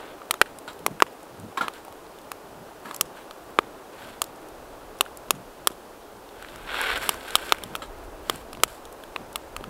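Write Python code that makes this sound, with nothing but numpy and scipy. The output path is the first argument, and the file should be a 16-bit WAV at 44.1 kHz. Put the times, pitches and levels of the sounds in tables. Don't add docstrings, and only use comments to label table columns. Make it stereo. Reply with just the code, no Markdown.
import sys
import numpy as np
from scipy import signal
from scipy.fft import rfft, irfft, next_fast_len
from scipy.io import wavfile

SR = 44100
rng = np.random.default_rng(int(sys.argv[2]) if len(sys.argv) > 2 else 0)


def unload_wav(signal):
    wavfile.write(
        sys.argv[1],
        SR,
        np.round(np.clip(np.atleast_2d(signal).T, -1, 1) * 32767).astype(np.int16),
    )


N = 427329

# start in seconds, thump level in dB, thump pitch in Hz, bass level in dB,
# crack level in dB, crack centre in Hz, fizz level in dB.
SAP_POPS = [(0.2175, -30, 1250, -53, -42, 2800, -59), (0.3096, -10.5, 1280, -39, -9, 3100, -8),
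            (0.3404, -20.5, 1260, -47, -30, 3300, -25.5), (0.4148, 7, 1520, -8, -13, 3800, -9),
            (0.5864, -59, 1200, -39, -42, 2800, -28.5), (0.7315, -56, 1200, -57, -51, 3800, -39),
            (0.7913, -46, 1180, -52, -46, 3400, -38), (0.8639, -8, 1160, -16.5, -14, 2230, -9),
            (0.881, -30.5, 990, -21.5, -43, 2600, -55), (1.0027, -16, 1560, -38, -26, 2100, -28),
            (1.0222, 6, 1140, -5, -13, 2020, -11.5), (1.23, -52, 1200, -51, -63, 2600, -38),
            (1.3986, -54, 1200, -51, -66, 3200, -36), (1.5157, -37, 1130, -52, -66, 2300, -56),
            (1.682, -16.5, 1230, -29.5, -21, 3120, -26.5), (1.737, -56, 1200, -53, -40, 3700, -37),
            (1.8495, -44, 1120, -50, -46, 2500, -36), (1.8814, -30, 800, -36, -52, 3800, -44),
            (1.925, -36, 1120, -51, -46, 3400, -38), (2.1871, -54, 1200, -56, -41, 3580, -41),
            (2.317, -21, 1140, -40, -28, 2930, -23), (2.911, -22, 1190, -30, -31, 3800, -36),
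            (2.945, -34, 1160, -52, -34, 3700, -23), (2.9627, -54, 1200, -55, -52, 4900, -21.5),
            (3.0105, -14, 1220, -23, -13, 3200, -3), (3.31, -29.5, 1260, -51, -32, 4200, -37.5),
            (3.5883, 0, 1230, -6.5, -22, 2200, -22.5), (4.2181, -12, 1180, -37, -16.5, 3760, -8),
            (4.241, -40, 1200, -63, -35, 3800, -26), (4.4858, -51, 1200, -48, -49, 2700, -38),
            (4.9877, -53, 1200, -50, -65, 2200, -37), (5.0089, -8, 1150, -18, -6, 3180, -6),
            (5.0623, -29, 1440, -58, -55, 2100, -54), (5.172, -54, 1200, -46, -56, 3600, -27.5),
            (5.3069, -8.5, 1140, -15.5, -8.5, 3200, -3.5), (5.6723, -4, 1190, -18, -8.5, 3400, -3),
            (5.702, -35, 1260, -56, -42, 2400, -47), (5.706, -58, 1200, -25, -52, 2600, -39),
            (6.2903, -44, 800, -52, -40, 3560, -54), (6.425, -34, 1420, -51, -37, 2500, -34.5),
            (6.4475, -31, 1650, -46, -38, 2100, -53), (6.4863, -39, 1920, -56, -35.5, 3500, -57),
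            (6.559, -36, 1380, -43, -35, 2300, -33), (6.7438, -17.5, 1430, -49, -32, 2100, -37),
            (6.8138, -19.5, 1600, -43, -39, 2100, -19), (6.9754, -16.5, 1530, -37, -36, 2600, -25.5),
            (7.0917, -9, 1170, -20, -11, 2920, -5.5), (7.1425, -26.5, 1130, -42, -34, 2100, -31.5),
            (7.209, -45, 1200, -50, -33, 3300, -45), (7.3062, -29.5, 1520, -48, -28.5, 3300, -25.5),
            (7.3544, -4, 1240, -33, -3, 3300, -4), (7.365, -33, 1200, -50, -26, 3300, -25),
            (7.4938, -29, 800, -31, -26, 3400, -40), (7.5225, -1.5, 1256, -14.5, -5, 3130, -12),
            (7.5466, -37, 1560, -56, -31, 2300, -39), (7.5847, -35.5, 1490, -51, -31.5, 2300, -35.5),
            (7.6221, -35, 820, -55, -33, 2200, -60), (7.6364, -33.5, 1220, -25.5, -24.5, 3400, -22),
            (7.7528, -16, 1310, -44, -20.5, 3120, -23), (7.7605, -40, 1200, -55, -31, 3300, -27),
            (8.2974, -8.5, 1210, -16, -11, 3330, -12.5), (8.3583, -38, 1120, -55, -41, 2500, -29),
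            (8.5306, -27.5, 1210, -52, -29.5, 3530, -29.5), (8.55, -50, 1200, -54, -33, 2800, -42),
            (8.5718, -33, 1050, -34, -41, 4500, -46), (8.6015, -52, 1200, -54, -37, 2900, -49),
            (8.6349, -2.5, 1270, -12.5, -4, 3150, -1), (8.8537, -54, 1200, -54, -37.5, 3830, -33.5),
            (8.926, -50, 1200, -40, -62, 4900, -35), (9.037, -35, 1580, -34, -35, 2900, -36),
            (9.1617, -17.5, 1110, -26.5, -17, 2570, -35.5), (9.2155, -37, 800, -33, -61, 3100, -59),
            (9.3283, -45, 830, -48, -55, 2500, -34), (9.358, -19.5, 1240, -53, -17.5, 3300, -16),
            (9.5646, -20.5, 1230, -45, -24, 2780, -24), (9.609, -36.5, 1100, -26.5, -44, 2900, -51),
            (9.6402, -23.5, 1280, -52, -30, 3030, -38)]
# start in seconds, scrape level in dB, knock pitch in Hz,
# knock level in dB, scrape decay T60 in seconds, brightness in dB (per octave about 1200 Hz for the modes).
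POT_JARS = [(0.677, -34, 1450, -29, 0.17, 9), (1.572, -22.5, 1075, -15.5, 0.12, 4.5),
            (1.609, -24.5, 1388, -13, 0.22, 2.5), (2.85, -37, 905, -42, 0.42, -4.5),
            (7.819, -34, 1300, -29.5, 0.14, 10.5)]
# pitch in Hz, width in Hz, relative level in dB.
METAL_MODES = [(300, 130, -3.5), (550, 150, -25), (1050, 130, 6), (1300, 100, 6), (1650, 96, 1.5),
               (2200, 750, -3), (3200, 520, -8), (3800, 200, -15.5), (3940, 140, -25), (7360, 280, -28)]
# start in seconds, length in seconds,
# crunch level in dB, swish level in dB.
SHORT_SHUFFLES = [(-.2, .42, -47, -64), (1.72, .1, -47, -56), (2.81, .2, -50, -54), (3.12, .16, -50, -61),
                  (3.9, .32, -46, -56), (8.23, .22, -46, -52), (8.66, .15, -52, -53)]
# time in seconds, crunch level in dB, swish level in dB.
LONG_SHUFFLE_CURVE = [(6.2, -70, -75), (6.42, -49, -62), (6.64, -50, -60), (6.7, -35, -53),
                      (6.78, -29, -46), (6.9, -26, -44), (6.96, -29, -44), (6.99, -37, -47),
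                      (7.04, -32.5, -41), (7.12, -40, -47), (7.2, -49, -55), (7.29, -40, -50),
                      (7.44, -38.5, -46.5), (7.5, -40, -47), (7.57, -50, -62), (7.75, -53, -60),
                      (7.85, -70, -75)]
# frequency in Hz, relative density in dB per Hz.
NEEDLE_SPECTRUM = [(88, -56), (150, -35), (274, -18), (300, -19.5), (418, -12.5), (565, -9), (618, -13),
                   (862, -9), (1180, -9), (1400, -6), (1550, 0.5), (1720, -9.5), (3450, -11.5),
                   (4390, -19.5), (4880, -34), (5500, -27), (7150, -61), (12100, -120)]
# frequency in Hz, relative density in dB per Hz.
CLOTH_SPECTRUM = [(2650, -32), (4500, 3), (4700, -2), (5530, -4), (6290, -9), (7450, -0.5), (10400, -5),
                  (11500, -1), (16000, -15)]
# time in seconds, level in dB.
FLAME_LEVELS = [(0, -41.5), (.27, -45.3), (1.8, -45.5), (4, -44.5), (5, -44.2), (5.8, -46.2), (6.8, -44.8),
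                (7.1, -41.5), (7.4, -43.8), (8.45, -43.2), (8.65, -46.3), (9.2, -43.7), (9.69, -44.3)]
# frequency in Hz, relative density in dB per Hz.
FLAME_SPECTRUM = [(88, -45), (150, -21.5), (291, -4), (325, -4), (409, -2), (449, -2.5), (681, -3.5),
                  (735, -5), (807, -4.5), (885, -6), (1430, -12), (1770, -17.5), (6000, -41), (7800, -77),
                  (13200, -120)]
# centre in seconds, level in dB.
FLAME_FLAPS = [(.89, -45), (1.42, -45), (2.59, -54), (3.07, -58), (4.05, -55), (5.37, -49), (6.6, -57),
               (7.05, -51), (7.7, -53), (8.35, -48), (8.6, -48), (9.23, -51), (9.68, -49)]
# time in seconds, level in dB.
WIND_LEVELS = [(0, -62), (.9, -63), (1.2, -68), (2.2, -63), (3.1, -65), (3.5, -58), (4.07, -64), (4.6, -53),
               (5.1, -55), (5.9, -61), (6.5, -53), (7, -49), (7.3, -53), (8, -47), (8.7, -54), (9.2, -55),
               (9.69, -52)]
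# frequency in Hz, relative density in dB per Hz.
WIND_SPECTRUM = [(15, 9), (30, 11), (60, 8), (110, -3.5), (250, -39)]
# frequency in Hz, relative density in dB per Hz.
HISS_SPECTRUM = [(1500, -41), (2500, -3.5), (6000, -9.5), (10000, -10), (15700, -12.5), (15900, -46.5)]
# centre in Hz, sharpness as Hz over width.
PATH_DIPS = [(4700, 15.4), (6300, 14.8)]
# frequency in Hz, relative density in dB per Hz.
AMPLIFIER_SPECTRUM = [(29, -43), (50, -13.5), (228, -5), (283, -3), (446, -0.5), (541, 0.5), (919, -1),
                      (13900, -10), (15700, -14)]

THUMP_T60_S, LONGER_S_PER_DB = .008, .00018
TICKS_PER_S, TICKS_DB = 7.5, -49
ECHO_DELAY_S, ECHO_DB, ECHO_T60_S = .044, -34.5, .12
PEAK_AT, STEEPNESS = .4, 1.3
FLAP_S, CALM_DB = .07, -60
HISS_DB, AMPLIFIER_DB = -58, -57.5
EDGE_HZ = 16400


def amp(db):
    return 10 ** (np.asarray(db) / 20)


def evened(x):
    return x / np.sqrt(np.mean(x ** 2) + 1e-20)


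def add(mix, s, sound):
    part = mix[round(s * SR):][:len(sound)]
    part += sound[:len(part)]


def band(x, lo_hz, hi_hz):
    edges = [lo_hz, min(hi_hz, SR / 2.1)]
    return signal.sosfilt(signal.butter(2, edges, "band", fs=SR, output="sos"), x)


def coloured(x, points):
    f, db = np.transpose(points)
    size = next_fast_len(len(x))
    hz = np.fft.rfftfreq(size, 1 / SR)
    gain = amp(np.interp(np.log(hz + 1), np.log(f + 1), db, -90, -90))
    return evened(irfft(rfft(x, size) * gain, size)[:len(x)])


def waver(rate_hz):
    lowpass = signal.butter(2, rate_hz, fs=SR, output="sos")
    return evened(signal.sosfilt(lowpass, rng.standard_normal(N)))


def grit(per_s, spread_db):
    size = amp(spread_db * np.minimum(rng.exponential(1, N), 4)) * rng.standard_normal(N)
    return size * (rng.random(N) < per_s / SR)


def burst(noise, shape):
    shaped = noise * shape
    return shaped * np.linalg.norm(shape) / np.linalg.norm(shaped)


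def pop(db, hz, bass_db, crack_db, crack_hz, fizz_db, noise):
    t = np.arange(noise.shape[1]) / SR
    t60 = max(THUMP_T60_S - LONGER_S_PER_DB * db, .003)
    ring_decay = amp(-60 * t / t60) + amp(-17.5 - 60 * t / 0.02)
    thump = -np.sin(2 * np.pi * hz * t) * ring_decay
    bass = np.sin(2 * np.pi * 380 * t) * amp(bass_db - 60 * t / 0.015)
    scatter = amp(-32 - 60 * t / 0.05)

    swings = .7 * np.sin(2 * np.pi * crack_hz * t) * amp(-60 * t / .005)
    crack_noise = band(noise[0], crack_hz / 1.38, crack_hz * 1.19) - swings
    crack = burst(crack_noise, amp(-60 * t / 0.0097) + scatter)

    fizz_shape = amp(-60 * t / 0.0096) * (1 - np.exp(-t / 0.00051))
    fizz = burst(band(noise[1], 5050, 12900), fizz_shape + scatter)
    rattle = burst(band(noise[2], 750, 2400), amp(-60 * t / 0.012) + scatter)

    body = amp(db) * (thump + amp(-11.5) * rattle)
    splinters = amp(crack_db) * crack + amp(fizz_db) * fizz
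    attack = np.minimum(t / .00016, 1)
    return (body + bass + splinters) * attack


def sap_pops():
    out = np.zeros(N)
    noises = rng.standard_normal((len(SAP_POPS), 3, 1900))
    for (s, *settings), noise in zip(SAP_POPS, noises):
        add(out, s, band(pop(*settings, noise), 150, 18000))
    return out


def ticks():
    out = np.zeros(N)
    t = np.arange(300) / SR
    for lo_hz in (1500, 3000, 6500):
        strikes = rng.random(N) < TICKS_PER_S / 3 / SR
        clicks = amp(TICKS_DB + 2.6 * rng.standard_normal(N)) * strikes
        tick = evened(band(rng.standard_normal(len(t)), lo_hz, 3.3 * lo_hz)) * amp(-60 * t / 0.011)
        out += signal.oaconvolve(clicks, tick)[:N]
    return out


def fire_at_microphone():
    fire = sap_pops() + ticks()
    for hz, sharpness in PATH_DIPS:
        fire = signal.lfilter(*signal.iirnotch(hz, sharpness, SR), fire)
    return fire


def trees(fire):
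    t = np.arange(6000) / SR
    tail = rng.standard_normal(len(t)) * amp(-60 * t / ECHO_T60_S)
    tail = amp(ECHO_DB) * tail / np.linalg.norm(tail)
    tail[0] += amp(-37)
    out = np.zeros(N + 2 * len(t))
    add(out, ECHO_DELAY_S, signal.oaconvolve(fire, band(tail, 700, 11700)))
    return out[:N]


def metal_ring(noise, bright_db):
    ring = amp(-13 + bright_db) * evened(band(noise, 300, 13500))
    for hz, width, mode_db in METAL_MODES:
        r = np.exp(-np.pi * width / SR)
        mode = signal.lfilter([1 - r], [1, -2 * r * np.cos(2 * np.pi * hz / SR), r * r], noise)
        tilt_db = bright_db * np.log2(hz / 1200)
        ring = ring + evened(mode) * amp(mode_db + tilt_db)
    return ring


def pot():
    out, t = np.zeros(N), np.arange(8000) / SR
    noises = rng.standard_normal((len(POT_JARS), len(t)))
    for (s, scrape_db, knock_hz, knock_db, t60, bright_db), noise in zip(POT_JARS, noises):
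        ring = band(metal_ring(noise, bright_db), 200, 16000)
        scrape = amp(scrape_db) * burst(ring, amp(-60 * t / t60))
        knock = amp(knock_db - 60 * t / 0.058) * np.sin(2 * np.pi * knock_hz * t)
        attack = np.minimum(t / 0.0017, 1)
        add(out, s, (scrape + knock) * attack)
    return out


def shuffles():
    crunch = coloured(grit(6000, 2.6), NEEDLE_SPECTRUM)
    swish = coloured(grit(10000, 3.5), CLOTH_SPECTRUM)
    t = np.arange(N) / SR
    s, crunch_db, swish_db = np.transpose(LONG_SHUFFLE_CURVE)
    out = amp(np.interp(t, s, crunch_db, -120, -120)) * crunch
    out += amp(np.interp(t, s, swish_db, -120, -120)) * swish
    for s, length, crunch_db, swish_db in SHORT_SHUFFLES:
        stroke = np.interp((t - s) / length, [0, PEAK_AT, 1], [0, np.pi / 2, np.pi])
        swell = abs(np.sin(stroke)) ** STEEPNESS
        out += swell * (amp(crunch_db) * crunch + amp(swish_db) * swish)
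    return out * amp(1.5 * waver(40))


def level_curve(points):
    return np.interp(np.arange(N) / SR, *np.transpose(points))


def flames():
    level_db = level_curve(FLAME_LEVELS) + 0.65 * waver(23)
    return coloured(rng.standard_normal(N), FLAME_SPECTRUM) * amp(level_db)


def flaps():
    t = np.arange(N) / SR
    draught = amp(CALM_DB)
    for s, db in FLAME_FLAPS:
        draught = draught + amp(db) * np.exp(-((t - s) / FLAP_S) ** 2)
    return evened(band(rng.standard_normal(N), 90, 280)) * draught * amp(2.5 * waver(20))


def wind():
    level_db = level_curve(WIND_LEVELS) + 2.2 * waver(7)
    return coloured(rng.standard_normal(N), WIND_SPECTRUM) * amp(level_db)


def hiss():
    return amp(HISS_DB) * coloured(rng.standard_normal(N), HISS_SPECTRUM)


def scene():
    fire = fire_at_microphone()
    foreground = fire + trees(fire) + pot() + shuffles()
    background = flames() + flaps() + wind() + hiss()
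    return np.tile(foreground + background, (2, 1))


def record(dry):
    noise = np.array([coloured(row, AMPLIFIER_SPECTRUM) for row in rng.standard_normal((2, N))])
    clipped = np.clip(dry + amp(AMPLIFIER_DB) * noise, -1, 1)
    lowpass = signal.firwin(511, EDGE_HZ, window=("kaiser", 9), fs=SR)
    return signal.oaconvolve(clipped, lowpass[None], "same")


dry = scene()
out = record(dry)
unload_wav(out)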